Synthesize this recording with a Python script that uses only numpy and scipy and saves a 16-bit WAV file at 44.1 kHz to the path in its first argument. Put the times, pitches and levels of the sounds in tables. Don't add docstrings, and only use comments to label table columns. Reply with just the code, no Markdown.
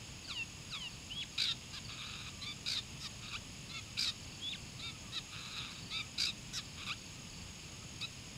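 import sys
import numpy as np
from scipy import signal
from scipy.fft import rfft, irfft, next_fast_len
from scipy.io import wavfile
from scipy.ndimage import uniform_filter1d

SR = 44100
rng = np.random.default_rng(int(sys.argv[2]) if len(sys.argv) > 2 else 0)


def master(y):
    cut = np.clip(np.atleast_2d(y).T, -1, 1)
    pcm = np.round(cut * 32767)
    wavfile.write(sys.argv[1], SR, pcm.astype(np.int16))


N = 369116

# start_s, length_s, level_db, last_pitch_hz, quick_drop_hz,
# drop_time_s, slow_sag_hz_per_s, catches_after_s, thins_after_s
FALLING_SLURS = [(0.274, 0.165, -39.5, 881, 745, 0.047, 298, 0.045, 0.069),
                 (0.704, 0.182, -42, 903, 458, 0.026, 1830, 0.049, 0.091)]
# start_s, length_s, turn_after_s, level_db,
# lowest_pitch_hz, last_pitch_hz, first_roughness (relative)
UPWARD_HOOKS = [(3.323, 0.056, 0.024, -37.5, 1142, 1870, 0.76),
                (6.861, 0.083, 0.042, -36, 1147, 1790, 1.09)]
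# start_s, length_s, attack_s, level_db,
# first_pitch_hz, ceiling_pitch_hz, plunge_after_s, upward_leap_hz
PURE_WHISTLES = [(1.097, 0.148, 0.03, -39.5, 2624, 3445, 0.128, 1),
                 (4.393, 0.17, 0.032, -39.5, 2980, 3515, 0.139, 286)]
# start_s, length_s, level_db, swell_db, low_voice_hz, low_crest (0-1 of length),
# high_voice_hz, high_crest (0-1 of length), pitch_bend (share per squared length), first_beak_hz, last_beak_hz,
# base_roughness (0-1), breaks_after_s, break_change_db
NASAL_CHIRPS = [ (1.726, 0.07, -44, 3, 1203, 0.27, 1677, 0.51, 0.4, 4630, 3650, 0.17, 0.039, -4),
                (2.41, 0.127, -42.5, -2, 1220, 0.59, 2340, 0.75, 0.37, 3980, 3480, 0.18, 0.045, -8),
                (2.997, 0.084, -44.5, 11, 1320, 0.18, 1900, 0.52, 0.25, 5200, 4630, 0.26, 0.037, -2),
                (3.688, 0.12, -45, 6, 1350, 0.5, 2195, 0.62, 0.36, 3930, 3070, 0.16, 0.043, -7),
                (4.788, 0.13, -44.5, 2, 1357, 0.53, 2315, 0.65, 0.43, 4100, 3500, 0.16, 0.031, -4),
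                (5.116, 0.082, -40.5, 13, 1342, 0.49, 1963, 0.47, 0.5, 4240, 4060, 0.22, 0.033, -2),
                (5.902, 0.123, -39, 6.5, 1320, 0.52, 2352, 0.7, 0.36, 3750, 2860, 0.13, 0.0877, -3),
                (6.525, 0.085, -41, 4, 1543, 0.22, 1948, 0.42, 0.62, 6060, 3740, 0.19, 0.0544, 2.5),
                (8.005, 0.058, -38.5, 0, 1311, 0.72, 2610, 0.65, 0.55, 4800, 3500, 0.29, 0.019, -2), ]
# start_s, length_s, trill_lasts_s, first_beat_s, first_level_db,
# trill_level_db, chirp_level_db, first_beak_hz, trill_beak_hz, chirp_beak_hz, last_low_voice_hz, last_high_voice_hz
HARD_RATTLES = [ (1.377, 0.161, 0.088, 0.0094, -39, -34, -36, 3400, 4030, 3580, 1275, 1740),
                (2.659, 0.152, 0.097, 0.00806, -42.5, -37, -36.5, 4200, 4470, 3980, 1180, 1745),
                (3.968, 0.147, 0.085, 0.009, -44.5, -36, -35, 2700, 4800, 4230, 1210, 1790),
                (6.178, 0.138, 0.085, 0.00868, -40, -34.5, -36, 4080, 4600, 3830, 1204, 2480), ]
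# time_s, level_db
RASP_LOUDNESS = [
    [(1.87, -78), (1.896, -47.5), (1.968, -54.5), (1.994, -47), (2.222, -50.5), (2.226, -54), (2.29, -47),
     (2.306, -70), (2.32, -66)],
    [(3.21, -66), (3.228, -52.5), (3.29, -49), (3.31, -54), (3.328, -46)],
    [(5.3, -73), (5.332, -49.5), (5.522, -49.5), (5.6, -42), (5.688, -51.5), (5.72, -49), (5.746, -57),
     (5.786, -51), (5.82, -66)],
    [(6.76, -66), (6.782, -51.5), (6.838, -46.5), (6.856, -55), (6.858, -52)],
]
RASP_BEAKS = [3540, 3300, 3830, 3070]
# frequency_hz, gain_db
THROAT_COLOUR = [(550, -27), (1100, -9.5), (1650, -8), (1900, -12.5), (2550, 0.5), (3100, -6), (3850, 3.5),
                 (4350, -4.5), (4950, 2), (5900, -6.5), (8000, -5.5), (9500, -13.5), (12000, -12),
                 (15500, -37)]
# frequency_hz, gain_db
OPEN_BEAK_TREBLE = [(4400, -27), (5300, -5.5), (6100, -2.5)]
# first_chip_s, last_chip_s, mean_level_db
FAR_CHIP_RUNS = [(0.253, 0.383, -52.5), (0.815, .93, -56), (1.16, 1.2, -62), (1.334, 1.363, -59),
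                 (1.856, 1.93, -51.5), (2.07, 2.11, -55), (3.248, 3.33, -54.5), (4.201, 4.355, -56.5),
                 (4.582, 4.785, -61), (5.717, 5.906, -54.5), (6.66, 6.7, -60), (6.984, 7.065, -58),
                 (7.307, 7.423, -57.5), (7.595, 7.635, -62)]
# frequency_hz, relative_level_db
RUMBLE_COLOUR = [(12, -43), (20, -13), (117, -1.5), (210, -7.5), (370, -17), (399, -18.5), (604, -21),
                 (689, -22), (1190, -22), (1380, -26), (1800, -26.5), (2340, -42), (3960, -120)]
# frequency_hz, relative_level_db
HISS_COLOUR = [(1500, -17.5), (2100, -7), (2650, 0.5), (3200, -3), (4200, -7.5), (5150, -1.5), (5850, -13),
               (6800, -9), (7600, -8), (8600, -19), (10200, -13.5), (11500, -25.5), (13000, -26),
               (15600, -27.5)]
# frequency_hz, t60_s
FOLIAGE_DECAY = [(1000, 0.19), (4000, 0.23), (12000, 0.058)]

RUMBLE_DB, HISS_DB = -52.5, -53.77
EDGE_HZ = 15700
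EDGE_DB = -22

FALL_CURVE, FALL_ROUGH, FALL_THROAT_SHARE, FALL_START_DB = 1.3, 0.15, 0.48, -12.5
CATCH_S, CATCH_ROUGH, THIN_S, THIN_DB = 0.012, 0.25, 0.015, -10
FALL_LEAK_DB, FALL_START_LEAK_DB = -19, 14

HOOK_DIP, HOOK_CURVE, HOOK_ROUGH = 0.12, 1.3, 0.14
HOOK_START_DB, HOOK_END_DB, HOOK_PEAK_LAG_S = -8.5, -19, 0.007
HOOK_BEAK_HZ, HOOK_BEAK_RISE_HZ, HOOK_LEAK_DB, HOOK_ROUGH_LEAK_DB = 2830, 900, -8.5, 12

CLIMB_S, PLUNGE_S, PLUNGE_SHARE, PLUNGE_SAG_PER_S, PLUNGE_DB = 0.043, 0.0053, 0.39, 16, -7
LEAP_LEAD_S, LEAP_DB_PER_HZ = 0.036, -0.0266
WHISTLE_ROUGH, PLUNGE_ROUGH, WHISTLE_BEAK_HZ = 0.12, 0.23, 3400
WEAK_HZ, WEAK_WIDTH_HZ, WEAK_DB = 3180, 125, -13
WHISTLE_FALL_DB, PLUNGE_FALL_DB, SCRAPE_S = 17, 6.5, 0.017

CHIRP_ATTACK_S, CHIRP_RELEASE_S, CHIRP_EDGE_DB, CHIRP_EDGE_ROUGH = 0.012, 0.014, -4, 0.21
BREAK_S, BREAK_ROUGH, BREAK_BEAK_S, CHIRP_WAVER, CHIRP_WAVER_HZ = 0.0099, 0.22, 0.0073, 0.0087, 45
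CHIRP_EARLY_ROUGH, CHIRP_LATE_SHARE = 0.071, 0.75

TRILL_LOW_HZ, TRILL_HIGH_HZ, TRILL_HIGH_SAG_PER_S = 1567, 2514, 1.0
SCOOP_S, SCOOP_PITCH = 0.017, 0.14
SETTLE_S, SETTLE_SAG_PER_S, SETTLE_DB = 0.0075, 1.8, -2
TRILL_ROUGH, SETTLE_ROUGH, SMOOTH_ROUGH = 0.334, 0.29, 0.26
RATTLE_ATTACK_S, RATTLE_RELEASE_S = 0.0022, 0.023
RATTLE_BEAK_WAVER, RATTLE_WAVER_HZ, RATTLE_WAVER_DB = 0.045, 69.6, 1.3

RASP_LOW_HZ, RASP_HIGH_HZ, RASP_ROUGH = 1252, 1640, 0.797
RASP_GRAIN_DB, RASP_GRAIN_HZ, RASP_FOCUS, RASP_LEAK_DB = 1.7, 220, 1.4, -4
RASP_BEAK_WAVER, RASP_PITCH_WAVER, RASP_WAVER_HZ = 0.076, 0.0182, 18.1


def shrike():
    song = np.zeros(N)
    notes = [(fall, FALLING_SLURS), (hook, UPWARD_HOOKS), (whistle, PURE_WHISTLES),
             (chirp, NASAL_CHIRPS), (rattle, HARD_RATTLES)]
    for note, table in notes:
        for start_s, *settings in table:
            add(song, start_s, note(*settings))
    for loudness, beak_hz in zip(RASP_LOUDNESS, RASP_BEAKS):
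        add(song, loudness[0][0], rasp(loudness, beak_hz))
    return song


def fall(length, db, last_hz, drop_hz, drop_s, sag_hz_per_s, catch_s, thin_s):
    t = np.arange(0, length, 1 / SR)
    high = np.exp(-(t / drop_s) ** FALL_CURVE)
    hz = last_hz + drop_hz * high + sag_hz_per_s * (length - t)
    beak_hz = 3 * hz
    rough = FALL_ROUGH + CATCH_ROUGH * bump(t, catch_s, CATCH_S)
    level_db = db + FALL_THROAT_SHARE * read(THROAT_COLOUR, beak_hz) + FALL_START_DB * high ** 2
    level_db = level_db + THIN_DB * bump(t, thin_s, THIN_S)
    level_db = level_db + edges_db(t, attack_s=0.0048, release_s=0.012)
    leak_db = FALL_LEAK_DB + FALL_START_LEAK_DB * (1 - switch(t, thin_s, THIN_S))
    flow = valve(hz, rough, fall_db=3)
    return voice(flow, rough, level_db, beak_hz, beak_width=110, leak_db=leak_db, air_db=0)


def hook(length, turn_s, db, lowest_hz, last_hz, first_rough):
    t = np.arange(0, length, 1 / SR)
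    before = np.maximum(1 - t / turn_s, 0)
    after = np.maximum((t - turn_s) / (length - turn_s), 0)
    hz = blend(lowest_hz, last_hz, after ** HOOK_CURVE) * (1 + HOOK_DIP * before)
    rough = blend(HOOK_ROUGH, first_rough, np.sqrt(before))
    before_peak = np.maximum(1 - t / (turn_s + HOOK_PEAK_LAG_S), 0)
    level_db = db + HOOK_START_DB * np.sqrt(before_peak) + HOOK_END_DB * after ** 2
    level_db = level_db + edges_db(t, attack_s=0.0072, release_s=0.003)
    beak_hz = HOOK_BEAK_HZ + HOOK_BEAK_RISE_HZ * (np.sqrt(before) + after ** 2)
    leak_db = HOOK_LEAK_DB + HOOK_ROUGH_LEAK_DB * rough
    flow = valve(hz, rough, fall_db=4)
    return voice(flow, rough, level_db, beak_hz, beak_width=250, leak_db=leak_db, air_db=-1)


def whistle(length, attack_s, db, first_hz, top_hz, plunge_s, leap_hz):
    t = np.arange(0, length, 1 / SR)
    climb_hz = blend(top_hz, first_hz, np.exp(-t / CLIMB_S))
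    leapt_hz = leap_hz * switch(t, plunge_s - LEAP_LEAD_S, width=0.001)
    plunge = switch(t, plunge_s, PLUNGE_S)
    sag = np.exp(-PLUNGE_SAG_PER_S * np.maximum(t - plunge_s, 0))
    hz = (climb_hz + leapt_hz) * (1 - PLUNGE_SHARE * plunge) * sag
    scrape = bump(t, plunge_s, SCRAPE_S)
    rough = WHISTLE_ROUGH + PLUNGE_ROUGH * scrape
    level_db = db + WEAK_DB * bump(climb_hz, WEAK_HZ, WEAK_WIDTH_HZ) + PLUNGE_DB * plunge ** 2
    level_db = level_db + LEAP_DB_PER_HZ * leapt_hz * (1 - plunge) * (1 - scrape)
    level_db = level_db + edges_db(t, attack_s, release_s=0.0046)
    flow = valve(hz, rough, blend(WHISTLE_FALL_DB, PLUNGE_FALL_DB, plunge))
    beak_hz = blend(hz, WHISTLE_BEAK_HZ, plunge ** 2)
    return voice(flow, rough, level_db, beak_hz, beak_width=1200, leak_db=-17, air_db=7)


def chirp(length, db, swell_db, low_hz, low_crest, high_hz, high_crest, bend,
          first_beak_hz, last_beak_hz, rough, break_s, break_db):
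    t = np.arange(0, length, 1 / SR)
    u = t / length
    ends = (2 * u - 1) ** 2
    broken = bump(t, break_s, BREAK_S)
    closed = switch(t, break_s, BREAK_BEAK_S)
    rough = blend(rough + CHIRP_EARLY_ROUGH, rough * CHIRP_LATE_SHARE, closed)
    rough = rough + CHIRP_EDGE_ROUGH * ends ** 2 + BREAK_ROUGH * broken

    def arch(hz, crest):
        return hz * (1 - bend * (u - crest) ** 2 + CHIRP_WAVER * wander(len(t), CHIRP_WAVER_HZ))

    low = arch(low_hz, low_crest)
    high = arch(high_hz, high_crest)
    level_db = db + swell_db * (u - .5) + CHIRP_EDGE_DB * ends + break_db * broken
    level_db = level_db + edges_db(t, CHIRP_ATTACK_S, CHIRP_RELEASE_S)
    beak_hz = blend(first_beak_hz, last_beak_hz, closed)
    flow = two_voices(low, high, rough, low_fall_db=6.0, high_fall_db=5.5, jitter=0.1, jitter_hz=417, tear=2.5)
    return voice(flow, rough, level_db, beak_hz, beak_width=700, leak_db=-8.5, air_db=2)


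def rattle(length, trill_s, first_beat, first_db, trill_db, chirp_db, first_beak_hz, trill_beak_hz,
           chirp_beak_hz, last_low_hz, last_high_hz, trill_hz=57, swing=.08, dip_db=7, beak_swing=0.017):
    t = np.arange(0, length, 1 / SR)
    depth = 1 - switch(t, trill_s, SETTLE_S)
    scoop = np.exp(-(t / SCOOP_S) ** 2)
    settling = np.sin(np.pi * depth)
    sag = 1 + SETTLE_SAG_PER_S * (length - t)
    slack = depth * (1 - np.cos(2 * np.pi * trill_hz * (t - first_beat))) / 2
    low_hz = blend(last_low_hz * sag, TRILL_LOW_HZ, depth) * (1 - SCOOP_PITCH * scoop)
    high_hz = blend(last_high_hz * sag, TRILL_HIGH_HZ * (1 - TRILL_HIGH_SAG_PER_S * t), depth)
    beak_hz = blend(chirp_beak_hz, blend(trill_beak_hz, first_beak_hz, scoop), depth)
    beak_hz = beak_hz * (1 - beak_swing * slack + RATTLE_BEAK_WAVER * wander(len(t), RATTLE_WAVER_HZ))
    rough = blend(SMOOTH_ROUGH, TRILL_ROUGH, depth) + SETTLE_ROUGH * settling
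    rough = rough * (1 - 0.28 * depth) + 0.57 * slack
    low = valve(low_hz * (1 - swing * slack), rough, fall_db=4.5, jitter=0.1378, jitter_hz=472)
    high = valve(high_hz * (1 - swing * slack), rough, fall_db=3.0, jitter=0.0666, jitter_hz=460)
    level_db = blend(chirp_db, blend(trill_db, first_db, scoop), depth)
    level_db = level_db + SETTLE_DB * settling + dip_db * (depth / 2 - slack)
    level_db = level_db + RATTLE_WAVER_DB * wander(len(t), RATTLE_WAVER_HZ)
    level_db = level_db + edges_db(t, RATTLE_ATTACK_S, RATTLE_RELEASE_S)
    return voice(low * high, rough, level_db, beak_hz, beak_width=830, leak_db=-11.5, air_db=-3)


def rasp(loudness, mean_beak_hz):
    times_s, levels_db = np.transpose(loudness)
    t = np.arange(times_s[0], times_s[-1], 1 / SR)
    level_db = np.interp(t, times_s, levels_db)
    waver = 1 + RASP_PITCH_WAVER * wander(len(t), RASP_WAVER_HZ)
    beak_hz = mean_beak_hz * (1 + RASP_BEAK_WAVER * wander(len(t), RASP_WAVER_HZ))
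    leak_db = RASP_LEAK_DB - RASP_FOCUS * np.maximum(level_db - np.median(level_db), 0)
    grain_db = RASP_GRAIN_DB * wander(len(t), RASP_GRAIN_HZ)
    flow = two_voices(RASP_LOW_HZ * waver, RASP_HIGH_HZ * waver, RASP_ROUGH, low_fall_db=4.5,
                      high_fall_db=10.5, jitter=.07, jitter_hz=348, tear=1.2)
    return voice(flow, RASP_ROUGH, level_db + grain_db, beak_hz, beak_width=330, leak_db=leak_db, air_db=-6)


def two_voices(low_hz, high_hz, rough, low_fall_db, high_fall_db, jitter, jitter_hz, tear, beat_db=-14):
    low = valve(low_hz, rough, low_fall_db, jitter, jitter_hz, tear)
    high = valve(high_hz, rough, high_fall_db, jitter, jitter_hz, tear)
    beats = np.conj(low - 1) * (high - 1)
    return low * high + gain_of(beat_db) * beats


def valve(hz, rough, fall_db, jitter=0.084, jitter_hz=420, tear=8.7, tear_hz=260):
    size = len(hz)
    phase = 2 * np.pi * np.cumsum(hz * (1 + jitter * rough * wander(size, jitter_hz))) / SR
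    torn = np.minimum(tear * rough ** 2, 1)
    flow = np.ones(size, complex)
    for k in range(1, 7):
        lag = np.pi * k * k / 5
        lag = lag + torn * wander(size, tear_hz)
        harmonic = gain_of(-fall_db * k) * np.exp(1j * (k * phase - lag))
        flow = flow + harmonic * (k * hz < SR / 3)
    return flow


def voice(flow, rough, level_db, beak_hz, beak_width, leak_db, air_db,
          shimmer_db=4.0, gape_db=30, gape_hz=4100):
    turbulence = evened(np.sqrt(abs(flow))) * rng.standard_normal(len(flow))
    drive = evened(flow.real - 1) + gain_of(air_db) * rough * turbulence
    drive = drive * gain_of(shimmer_db * rough * wander(len(flow), 950))
    throat = coloured(drive, THROAT_COLOUR)
    treble = coloured(throat, OPEN_BEAK_TREBLE)
    gape = gain_of(np.clip(gape_db * np.log2(beak_hz / gape_hz), -7, 12))
    throat = throat + (gape - 1) * treble
    sound = resonate(throat, beak_hz, beak_width) + gain_of(leak_db) * throat
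    power = uniform_filter1d(sound ** 2, size=400)
    levelled = gain_of(level_db) * sound / np.sqrt(abs(power) + 1e-12)
    return levelled * signal.windows.tukey(len(sound), .03)


def far_bird(top_hz=4950, bottom_hz=4150, length=0.033):
    gap_s = .04
    t = np.arange(0, length, 1 / SR)
    out = np.zeros(N)
    phase = 2 * np.pi * np.cumsum(np.linspace(top_hz, bottom_hz, len(t))) / SR
    chip = np.sqrt(2) * np.hanning(len(t)) * np.sin(phase)
    for first, last, db in FAR_CHIP_RUNS:
        for s in np.linspace(first, last, round(abs(last - first) / gap_s) + 1):
            add(out, s - length / 2, gain_of(db + rng.standard_normal()) * chip)
    return out


def far_pips(db=-66, tone_hz=1220, spread_hz=70, length=0.065, arch=0.071):
    t = np.arange(0, length, 1 / SR)
    out = np.zeros(N)
    for when, pitch, size in rng.random(size=(30, 3)):
        crest_hz = tone_hz + spread_hz * (2 * pitch - 1)
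        hz = crest_hz * (1 + arch * (np.sin(np.pi * t / length) - 1))
        pip = np.hanning(len(t)) * np.sin(2 * np.pi * np.cumsum(hz) / SR)
        add(out, when * N / SR, gain_of(db + 4.5 * size) * pip)
    return out


def insects(trill_db=-62, trill_tone_hz=6650, chorus_db=-64, chorus_hz=6620,
            chirp_db=-70, chirp_tone_hz=7300):
    stroke_hz, pulse_hz, phrase_hz = 42.4, 22, 4.4
    t = np.arange(N) / SR
    stroke = (stroke_hz * t + 0.15 * wander(N, 3.7)) % 1
    tone_hz = trill_tone_hz - 120 * (stroke - .5) + 50 * wander(N, 292)
    trill = np.sin(np.pi * stroke) ** 4 * np.sin(2 * np.pi * np.cumsum(tone_hz) / SR)
    trill = trill * gain_of(2 * wander(N, 15))
    chorus = resonate(resonate(rng.standard_normal(N), chorus_hz, 420), chorus_hz, 420)
    pulses = np.sin(np.pi * pulse_hz * t) ** 2
    groups = pulses * np.sin(np.pi * phrase_hz * t + 0.52 * wander(N, 0.99)) ** 2
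    chirps = groups * np.sin(2 * np.pi * np.cumsum(chirp_tone_hz + 45 * wander(N, 220)) / SR)
    return gain_of(trill_db) * evened(trill) + gain_of(chorus_db) * evened(chorus) + gain_of(chirp_db) * evened(chirps)


def background():
    rumble = evened(coloured(rng.standard_normal(N), RUMBLE_COLOUR))
    rumble = rumble * gain_of(RUMBLE_DB + .5 * wander(N, 6.9))
    hiss = evened(coloured(rng.standard_normal(N), HISS_COLOUR))
    hiss = hiss * gain_of(HISS_DB + 0.14 * wander(N, 2.3))
    return rumble + hiss


def foliage(x):
    hz, t, noise = signal.stft(rng.standard_normal(SR // 2), SR, nperseg=256)
    decay = gain_of(-60 * t / read(FOLIAGE_DECAY, hz)[:, None])
    tail = signal.istft(noise * decay, SR, nperseg=256)[1]
    return signal.fftconvolve(x, tail / np.linalg.norm(tail))[:N]


def gain_of(db):
    return 10 ** (np.asarray(db) / 20)


def evened(x):
    return x / np.sqrt(np.mean(x ** 2) + 1e-20)


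def read(points, hz):
    f, value = np.transpose(points)
    return np.interp(np.log(hz + 1), np.log(f + 1), value)


def add(mix, s, sound):
    part = mix[max(round(s * SR), 0):][:len(sound)]
    part += sound[:len(part)]


def coloured(x, spectrum):
    size = next_fast_len(len(x) + 512)
    gain = gain_of(read(spectrum, np.fft.rfftfreq(size, 1 / SR)))
    return irfft(rfft(x, size) * gain, size)[:len(x)]


def wander(size, rate_hz):
    length = next_fast_len(max(size, SR))
    hz = np.fft.rfftfreq(length, 1 / SR)
    smooth = rfft(rng.standard_normal(length)) * np.exp(-(hz / rate_hz) ** 2)
    return evened(irfft(smooth, length))[:size]


def resonate(x, hz, width):
    turn = np.exp(2j * np.pi * np.cumsum(hz * np.ones(len(x))) / SR)
    r = np.exp(-np.pi * width / SR)
    return 2 * (turn * signal.lfilter([1 - r], [1, -r], x / turn + 1e-18)).real


def blend(a, b, share):
    return a + (b - a) * share


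def switch(t, at, width):
    return (1 + np.tanh((t - at) / (2 * width))) / 2


def bump(t, at, width):
    return np.exp(-((t - at) / width) ** 2)


def edges_db(t, attack_s, release_s):
    attack = np.maximum(1 - t / attack_s, 0) ** 2
    release = np.maximum(1 - (t[-1] - t) / release_s, 0) ** 2
    return EDGE_DB * (attack + release)


def scene():
    song = shrike()
    far = far_bird() + far_pips()
    tails = gain_of(-18.5) * foliage(song) + gain_of(-6.5) * foliage(far)
    mono = song + far + tails + insects() + background()
    return np.array([mono, mono])


def record(dry):
    low_pass = signal.firwin(511, EDGE_HZ, window=("kaiser", 9), fs=SR)
    return signal.oaconvolve(dry, low_pass[None], "same")


dry = scene()
out = record(dry)
master(out)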